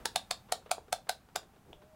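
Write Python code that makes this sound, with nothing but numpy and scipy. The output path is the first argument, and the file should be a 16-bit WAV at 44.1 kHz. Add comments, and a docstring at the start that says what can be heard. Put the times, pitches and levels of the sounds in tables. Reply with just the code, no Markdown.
"""Turning the range knob of a multimeter

A plastic knob passes eight detents on a desk in a small, quiet room. At each, a sprung ball slips
off its ridge with a tick, then snaps into the next notch and excites the modes of the case.
The knob scrapes and ticks between detents, fingers bump it twice, and a faint tone rises at the end."""
import sys
import numpy as np
from scipy import signal
from scipy.fft import rfft, irfft
from scipy.io import wavfile
from scipy.ndimage import uniform_filter1d

SR = 44100
rng = np.random.default_rng(int(sys.argv[2]) if len(sys.argv) > 2 else 0)


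def wrap_up_sound(samples):
    """Save the sound to the file named by the first command line argument, as 16-bit audio."""
    columns = np.atleast_2d(samples).T
    # keep every value between -1 and 1, then stretch to whole-number steps
    tamed = np.clip(columns, -1, 1)
    steps = np.round(tamed * 32767).astype(np.int16)
    wavfile.write(sys.argv[1], SR, steps)


N = 85995

# Each row: snap time in seconds, lead of the slip in seconds, crack gain in dB, crack tilt in dB per
# octave, thud frequency in Hz, thud gain in dB, knob frequency in Hz, knob gain in dB, case gain in dB.
SNAPS = [(0.0563, 0.0019, 2, 2, 896, -9, 1750, -1, -1.5),
         (.1597, 0.0018, 2.5, 1.5, 729, -3, 1595, -3.5, -1),
         (0.311, 0.0025, 0.5, 1, 711, -6, 1020, -2.5, 1), (0.523, 0.0023, 1.5, 2, 727, -1, 1360, -2, -1),
         (.7144, 0.0029, 1, 2.6, 706, 0, 1376, 0.5, 0.5), (0.928, .0029, 0, 2, 725, 0.5, 1600, -0.5, 0),
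         (1.0940, .0027, 1.5, 3.5, 729, -2, 1547, 5, -6), (1.36, .0032, -0.5, 1.86, 742, -9, 1468, 2, -6)]
# Spectrum of the rubbing knob. Each row: frequency in Hz, relative level in dB.
FRICTION_SPECTRUM = [(100, -22.5), (400, 15), (750, 8), (1200, 9.5), (2000, 0), (3500, -5), (6000, -17),
                     (15000, -31)]


def amp(db):
    """Amplitude grows tenfold for every 20 dB."""
    return 10 ** (np.asarray(db) / 20)


def on_log(f, points):
    """Interpolation of (Hz, value) points on a logarithmic frequency axis."""
    hz, value = np.array(points, float).T
    return np.interp(np.log(np.maximum(f, 1)), np.log(hz), value)


def colour(x, points):
    """A minimum-phase filter imposes a (Hz, dB) shape at unit power gain."""
    size = 4096
    gain = amp(on_log(np.fft.rfftfreq(size, 1 / SR), points))
    cepstrum = irfft(np.log(gain))
    cepstrum[1:size // 2] *= 2
    cepstrum[size // 2 + 1:] = 0
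    response = irfft(np.exp(rfft(cepstrum)))
    return signal.fftconvolve(x, response / np.linalg.norm(response))[:N]


def since(start):
    """Time in seconds from an onset."""
    return np.arange(N) / SR - start


def fade(t, t60):
    """Exponential decay from t = 0, by 60 dB in t60 seconds."""
    return (t >= 0) * np.exp(-np.log(1000) * np.clip(t / t60, 0, 10))


def noise():
    """White Gaussian noise of unit variance."""
    return rng.standard_normal(N)


def ring(start, modes, rise=1e-5):
    """Free vibration is a sum of damped modes (Hz, dB, t60); a softer push builds it more slowly."""
    out, first = np.zeros(N), max(int(start * SR), 0)
    t = np.arange(min(SR // 4, N - first)) / SR
    swing = sum(amp(db) * fade(t, t60) * np.sin(2 * np.pi * hz * t) for hz, db, t60 in modes)
    out[first:first + len(t)] = swing * (1 - np.exp(-t / rise))
    return out


def detents():
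    """Impact excitation: the ball scrapes up a ridge, slips and snaps home; case and knob ring."""
    rise_s, hold_s = 0.00022, 0.0009
    knob_t60, thud_t60, thud_lead_s = 0.018, 0.02, 0.00026
    scrape_width_s = 0.0031
    cracks, body, climb = 0, 0, 0
    for start, slip, crack_db, tilt, thud_hz, thud_db, knob_hz, knob_db, case_db in SNAPS:
        t = since(start)
        snap = np.clip(1 + t / rise_s, 0, 1) * fade(np.maximum(t - hold_s, 0), t60=0.0046)
        slip_tick = amp(-6) * fade(t + slip, t60=0.011)
        rattle = amp(-5.5) * fade(t - hold_s, t60=0.02)
        force = contact(snap) * (t > -slip) + (slip_tick + rattle) * noise()
        cracks += amp(crack_db - 24.5) * crack(force, tilt)
        body += amp(case_db - 27.5) * ring(start, case_modes())
        body += ring(start, [(knob_hz, knob_db - 28.5, knob_t60)])
        body += ring(start - thud_lead_s, [(thud_hz, thud_db - 11.5, thud_t60)], rise=0.0014)
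        climb += (t < 0) * np.exp(-abs(t + slip) / scrape_width_s)
    scrape = amp(-43.5) * colour(climb * noise(), FRICTION_SPECTRUM)
    return cracks + radiate(body) + scrape


def contact(envelope):
    """A burst of tiny hard contacts spreads its energy almost evenly over frequency."""
    evenness = 0.7
    spectrum = rfft(envelope * noise())
    burst = irfft(spectrum / (abs(spectrum) + 1e-12) ** evenness, N)
    return burst * np.linalg.norm(envelope) / np.linalg.norm(burst)


def crack(force, tilt):
    """A brief force gives a broadband crack, brightened by a tilt in dB per octave."""
    # Each row: frequency in Hz, relative level in dB before the tilt.
    spectrum = [(60, -23.5), (200, 2.5), (320, -6), (500, 6), (900, 4.5), (1400, 4), (2300, 3.5), (2900, 0),
                (4400, 2.5), (6300, -3), (7500, -1.5), (10800, -6.5), (12800, -17.5), (14800, -20),
                (16500, -9)]
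    return colour(force, [(hz, db + tilt * np.log2(hz)) for hz, db in spectrum])


def case_modes():
    """The modal response of case and spring varies, as each notch strikes a slightly different place."""
    # Each row: frequency in Hz, relative level in dB, t60 in seconds.
    modes = [(552, -14, 0.041), (656, -6, 0.032), (890, -13, .026), (1130, -26, .028), (1815, -10, 0.02),
             (2425, -8, 0.012), (3620, -10, 0.026), (4310, -1.5, 0.015), (4776, -5.5, 0.014),
             (5570, -9, 0.011), (7170, -3, 0.01), (9290, 1, 0.0076), (10870, 0, 0.0051)]
    detune, scatter_db = 0.012, 1
    draws = rng.standard_normal((len(modes), 2))
    return [(hz * (1 + detune * a), db + scatter_db * b, t60)
            for (hz, db, t60), (a, b) in zip(modes, draws)]


def radiate(x, cutoff_hz=485):
    """A body small against the wavelength radiates little bass."""
    return signal.sosfilt(signal.butter(4, cutoff_hz, "high", fs=SR, output="sos"), x)


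def ticks():
    """Friction makes short, dull ticks as the knob takes up its play."""
    # Each row: start in seconds, relative level in dB, t60 in seconds.
    rubs = [(.001, -2, 0.14), (0.487, -2, 0.2), (0.623, -7, 0.045), (0.6604, 2.5, 0.079), (.693, 2, 0.035),
            (.882, -2, 0.045), (1.069, -1.5, 0.06), (1.287, -5.5, 0.073), (1.43, -2, 0.053),
            (1.534, -10, 0.084), (1.561, -6, 0.055), (1.819, -4.5, 0.13)]
    envelope = sum(amp(db) * fade(since(start), t60) for start, db, t60 in rubs)
    return amp(-52) * colour(envelope * noise(), FRICTION_SPECTRUM)


def fingers():
    """Soft impacts excite low modes, a hard nail clicks, and skin friction marks each new grip."""
    # Each row: start in seconds, bump gain in dB, nail gain in dB.
    touches = [(0.7816, -35.5, -53), (1.7303, -44, -43)]
    # Each row: frequency in Hz, relative level in dB, t60 in seconds.
    modes = [(467, -5.5, 0.047), (710, 4, 0.014), (840, -3.5, 0.016), (1330, -27, 0.025),
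             (1600, -22, 0.047)]
    # Each row: centre in seconds, half width in seconds, level in dB.
    grips = [(0.0, 0.039, -58.5), (1.708, 0.049, -57.5)]
    # Each row of both spectra: frequency in Hz, relative level in dB.
    nail_spectrum = [(100, -22), (1900, -18), (2500, -6), (3300, 0), (4200, -24), (8000, -28.5),
                     (16000, -50)]
    skin_spectrum = [(60, -7.5), (200, -7), (470, -4), (900, -20.5), (2000, -34.5), (8000, -41)]
    bumps = sum(amp(db) * ring(start, modes, rise=0.0004) for start, db, _ in touches)
    nail = sum(amp(db) * fade(since(start), t60=0.0095) for start, _, db in touches)
    slide = sum(amp(db) * np.exp(-(since(centre) / width) ** 2) for centre, width, db in grips)
    return bumps + colour(contact(nail), nail_spectrum) + colour(slide * noise(), skin_spectrum)


def desk():
    """Structure-borne sound: the desk takes up each snap as a dull rumble."""
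    # Each row: frequency in Hz, relative level in dB.
    spectrum = [(25, -8), (70, 1), (110, -5.5), (200, -8), (500, -65), (2000, -83)]
    envelope = sum(fade(since(start), t60=0.14) for start, *_ in SNAPS)
    return amp(-56.5) * colour(envelope * noise(), spectrum)


def faint_tone():
    """A thin tone swells and rises slightly, wavering by random frequency modulation."""
    # Each row: time in seconds, frequency in Hz, RMS level in dB.
    contour = [(1.76, 600, -72), (1.80, 599, -65.5), (1.855, 612, -65), (1.88, 632, -67.5),
               (1.95, 620, -59.5)]
    times, hz, db = np.array(contour).T
    t, depth = since(0), 0.008
    waver = uniform_filter1d(noise(), size=400)
    pitch = np.interp(t, times, hz) * (1 + depth * waver / waver.std())
    envelope = (t > times[0]) * amp(np.interp(t, times, db))
    return envelope * np.sqrt(2) * np.sin(2 * np.pi * np.cumsum(pitch) / SR)


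def room(x):
    """Reverberation: early reflections and a short diffuse tail that dies sooner in the treble."""
    # Each row: delay in seconds, gain in dB.
    reflections = [(.0083, -17), (.0097, -23)]
    # Each row: frequency in Hz, t60 in seconds.
    decay_times = [(200, 0.45), (700, 0.19), (2000, 0.17), (4000, 0.18), (8000, 0.17), (14000, 0.14)]
    # Each row: frequency in Hz, relative level in dB.
    tail_spectrum = [(100, 4.5), (280, -4), (430, 3), (720, -4.5), (1150, -0.5), (2600, -3.5), (3400, 1),
                     (3800, 6), (4250, -0.5), (5500, -1), (9000, -4), (12000, -3), (16000, 1)]
    tail_db, onset_s = -9.5, 0.0052
    t, f = since(0), np.fft.rfftfreq(N, 1 / SR)
    diffuse, tail = rfft(noise()), 0
    for k, (_, t60) in enumerate(decay_times):
        band = on_log(f, [(hz, j == k) for j, (hz, _) in enumerate(decay_times)])
        tail += irfft(diffuse * band, N) * fade(t, t60)
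    build_up = 1 - np.exp(-(t / onset_s) ** 2)
    tail = colour(tail * build_up, tail_spectrum)
    response = amp(tail_db) * tail / np.linalg.norm(tail)
    for delay, db in reflections:
        response[int(delay * SR)] += amp(db)
    return x + signal.fftconvolve(x, response)[:N]


def background():
    """Ambient noise: low room rumble and hiss sink to a steady level."""
    # Each row: frequency in Hz, relative level in dB.
    spectrum = [(24, -12), (40, -1), (216, -5), (502, -20.5), (784, -10), (933, -16), (1460, -19),
                (2060, -24.5), (2450, -24.5), (3390, -28), (3740, -28.5), (4030, -30), (15000, -33.5)]
    # Each row: time in seconds, level in dB.
    levels = [(0, -57), (.7, -62.5), (1.2, -63), (1.95, -63)]
    times, db = np.array(levels).T
    return amp(np.interp(since(0), times, db)) * colour(noise(), spectrum)


def scene():
    """Superposition: switch and hand sound in the room, over desk, tone and background."""
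    direct = detents() + ticks() + fingers()
    return (room(direct) + desk() + faint_tone() + background())[None]


def record(dry):
    """Band limiting: a steep low-pass filter cuts the top of the treble."""
    cutoff_hz = 15700
    return signal.sosfilt(signal.ellip(8, .2, 70, cutoff_hz, fs=SR, output="sos"), dry)


dry = scene()
out = record(dry)
wrap_up_sound(out)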